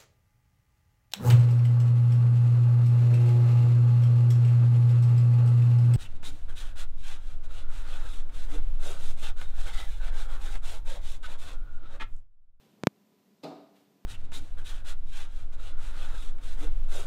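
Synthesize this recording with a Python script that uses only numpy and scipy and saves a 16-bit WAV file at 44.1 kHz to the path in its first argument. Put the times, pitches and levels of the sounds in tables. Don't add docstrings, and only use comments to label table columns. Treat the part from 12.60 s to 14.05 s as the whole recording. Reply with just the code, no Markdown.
import sys
import numpy as np
from scipy import signal
from scipy.fft import rfft, irfft, next_fast_len
from scipy.io import wavfile
from scipy.ndimage import map_coordinates

SR = 44100
rng = np.random.default_rng(int(sys.argv[2]) if len(sys.argv) > 2 else 0)


def to_wav(sig):
    pcm = np.clip(np.atleast_2d(sig), -1, 1) * 32767
    pcm = np.round(pcm).astype(np.int16)
    wavfile.write(sys.argv[1], SR, pcm.T)


N = 63945


def amp(db):
    return 10 ** (np.asarray(db) / 20)

def unit(x):
    return x / np.sqrt(np.mean(x ** 2) + 1e-20)

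def along(points, hz):
    freqs, values = np.transpose(points)
    return np.interp(np.log(hz + 1), np.log(freqs + 1), values)

def since(start):
    return np.maximum(np.arange(N) / SR - start, 0)

def decay(t, fade_s):
    return np.exp(-np.log(1000) * t / fade_s)

def wobble(rate):
    return map_coordinates(rng.standard_normal(int(N * rate / SR) + 4), [np.arange(N) * rate / SR])

def filtered(x, response):
    size = next_fast_len(N + SR // 2)
    return irfft(rfft(x, size) * response(np.fft.rfftfreq(size, 1 / SR)), size)[:N]

def noise(colour):
    return unit(filtered(rng.standard_normal(N), lambda hz: amp(along(colour, hz))))


# frequency in Hz, relative level in dB.
AIR_COLOUR = [(25, -43.5), (70, -37), (95, -19), (130, -11), (160, -11), (205, -1), (235, -5), (270, -5),
              (320, -12), (410, -10), (480, -15), (660, -17), (900, -21.5), (1500, -27), (4100, -29),
              (7000, -32.5), (10000, -37.5), (13500, -32), (15300, -33)]
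# pitch in Hz, level in dB.
HUM_TONES = [(200, -77), (377, -83.5), (415, -82), (996, -88.5)]

def room_tone(air_db=-67.5, waver_radians=1.6):
    t = since(0)
    hum = sum(amp(db) * unit(np.sin(2 * np.pi * hz * t + waver_radians * wobble(rate=12)))
              for hz, db in HUM_TONES)
    return amp(air_db) * noise(AIR_COLOUR) + hum


# time in seconds, level in dB.
HAND_LEVELS = [(0, -70.5), (.06, -66), (.13, -68.5), (0.229, -63.5), (.3, -90.5)]
# frequency in Hz, relative level in dB.
HAND_COLOUR = [(40, -35.5), (100, -14), (170, -0.5), (260, -2.5), (500, -14.5), (1200, -25), (4000, -49.5)]

def hand_rumble():
    times, levels_db = np.transpose(HAND_LEVELS)
    return amp(np.interp(since(0), times, levels_db)) * noise(HAND_COLOUR)


# peak time in seconds, level in dB, rise and fall in seconds.
WING_FLURRIES = [(.02, -69, 0.09, .14), (1.168, -67.5, 0.026, 0.074)]
# frequency in Hz, relative level in dB.
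FEATHER_COLOUR = [(40, -31), (150, -2.5), (400, 5), (1000, -1), (1800, -3), (3200, 0.5), (5500, -8.5),
                  (9000, -12.5), (15000, -13.5)]

def wings(beat_hz=21.8, beat_depth_db=1):
    t = since(0)
    swell = sum(amp(db) * np.exp(np.minimum((t - peak) / rise, (peak - t) / fall))
                for peak, db, rise, fall in WING_FLURRIES)
    wingbeat = amp(beat_depth_db * np.sin(2 * np.pi * beat_hz * t))
    return swell * wingbeat * noise(FEATHER_COLOUR)


# frequency in Hz, width in Hz, full boost or cut in dB.
CASE_BANDS = [(560, 120, 0.5), (785, 190, -3), (1200, 140, -4), (2000, 310, -4), (2260, 210, 3.5),
              (2920, 290, -5.5), (6675, 660, 4), (7160, 560, -4), (8030, 1600, 4.5), (10400, 990, 1),
              (12000, 1200, 9), (13400, 2100, 8)]

def through_case(hz, push_s, ring_amount):
    mount_hz, mount_width_hz = 164, 132
    low_hz, high_hz = 85, 205
    w = 1j * hz
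    push = np.sinc(hz * push_s)
    mount = w * w / (w * w + w * mount_width_hz + mount_hz ** 2)
    response = push * mount * w / (w + low_hz) / (1 + w / high_hz)
    for centre, width, db in CASE_BANDS:
        gain = amp(ring_amount * db / 2)
        off_centre = w * w + centre ** 2
        response *= (off_centre + w * width * gain) / (off_centre + w * width / gain)
    return response


# start in seconds, strength in dB before the case softens it,
# length of the push in seconds, how fully the case rings from 0 to 1.
CASE_KNOCKS = [(0.2362, 16.5, 0.000084, 0.9), (0.2708, 29.5, 0.000095, 0.98)]
# frequency in Hz, relative level in dB.
BUZZ_COLOUR = [(200, -23.5), (900, 0.5), (2000, -2), (3200, -2), (5000, -15.5), (7500, -23), (10000, -22),
               (13500, -17.5), (15500, -45)]

def handling_knocks(buzz_relative_db=-63.5):
    out = np.zeros(N)
    for start, db, push_s, ring_amount in CASE_KNOCKS:
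        t = since(start)
        click = signal.unit_impulse(N, round(start * SR))
        knock = filtered(click, lambda hz: through_case(hz, push_s, ring_amount))
        buzz = amp(buzz_relative_db) * noise(BUZZ_COLOUR) * (t > 0) * decay(t, fade_s=0.0084)
        out += amp(db) * (knock + buzz)
    return out


# frequency in Hz, fade time in seconds.
HALL_FADES = [(120, 0.86), (320, 0.61), (840, 0.78), (2200, 0.66), (4500, 0.65), (6500, 0.51), (9000, 0.47),
              (14000, 0.44)]

def hall_tail(colour, start):
    hz, t, bands = signal.stft(noise(colour), SR, nperseg=256)
    fade_db = -60 * np.maximum(t - start, 0) / along(HALL_FADES, hz)[:, None]
    return signal.istft(bands * amp(fade_db), SR, nperseg=256)[1][:N]


# start in seconds, thump and scuff levels in the hall in dB,
# rise in seconds.
BIRD_CONTACTS = [(0.83, -57.5, -70, 0.0006), (0.8342, -43, -56, 0.0013), (0.8416, -46.5, -60, 0.00091)]
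# frequency in Hz, relative level in dB.
THUMP_COLOUR = [(25, -65), (60, -50), (90, -27), (145, -14.5), (290, 0), (450, -7.5), (660, -3.5),
                (900, -12), (1300, -18.5), (1650, -25.5), (3000, -45), (8000, -66)]
SCUFF_COLOUR = [(60, -70), (400, -44), (1650, -20), (1950, -3.5), (2700, 1.5), (3250, -6.5), (3650, 4),
                (5000, -2), (6000, -9), (8300, -12.5), (9500, -20), (14000, -17.5), (15500, -38)]

def bird_strike(direct_boost_db=10.5):
    out = np.zeros(N)
    for start, thump_db, scuff_db, rise_s in BIRD_CONTACTS:
        t = since(start)
        direct_scuff = amp(direct_boost_db) * noise(SCUFF_COLOUR) * decay(t, fade_s=0.042)
        thump = amp(thump_db) * hall_tail(THUMP_COLOUR, start)
        scuff = amp(scuff_db) * (direct_scuff + hall_tail(SCUFF_COLOUR, start))
        out += (thump + scuff) * (1 - np.exp(-t / rise_s))
    return out


def ring(tones, start, rise_s, blur_radians, blur_rate):
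    t = since(start)
    out = np.zeros(N)
    for hz, db, fade_s in tones:
        phase = 2 * np.pi * (hz * t + rng.random()) + blur_radians * wobble(blur_rate)
        out += amp(db) * decay(t, fade_s) * np.sin(phase)
    return out * (1 - np.exp(-t / rise_s))


# pitch in Hz, relative level in dB, fade time in seconds.
PANE_TONES = [(159.9, -3.5, 0.37), (240, -7, 0.65), (290, -1.5, 0.82), (371, -4.5, 0.16), (402.5, -4, 0.55),
              (482, -9.5, 0.66), (599, -2.5, 0.31), (649, -2.5, 0.67), (741.5, -6.5, 0.66), (823, -6, 0.37),
              (916, -13.5, 0.56), (1104, -21, 0.43), (1232, -15, 0.73)]
GLASS_TONES = [(2503, -13, 0.16), (2945, -11, 0.14), (3530, -8, 0.054), (4095, -6, 0.11),
               (4610, -4.5, 0.056), (5044, -5, 0.058), (6960, -6, 0.012)]
# start in seconds, overall gain in dB.
GLASS_TICKS = [(0.8368, -50.5), (0.8425, -47)]

def window_pane(body_db=-40.5):
    low = amp(body_db) * ring(PANE_TONES, start=0.8345, rise_s=0.01, blur_radians=0.25, blur_rate=25)
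    high = sum(amp(db) * ring(GLASS_TONES, start, rise_s=0.001, blur_radians=0.92, blur_rate=180)
               for start, db in GLASS_TICKS)
    return low + high


def scene(strike_bass_cut_hz=97):
    bass_cut = signal.butter(4, strike_bass_cut_hz, "highpass", fs=SR, output="sos")
    window = signal.sosfilt(bass_cut, bird_strike() + window_pane())
    return (room_tone() + hand_rumble() + wings() + handling_knocks() + window)[None]

def record(dry, top_hz=15100):
    return filtered(dry[0], lambda hz: 1 / np.sqrt(1 + (hz / top_hz) ** 160))[None]


dry = scene()
out = record(dry)
to_wav(out)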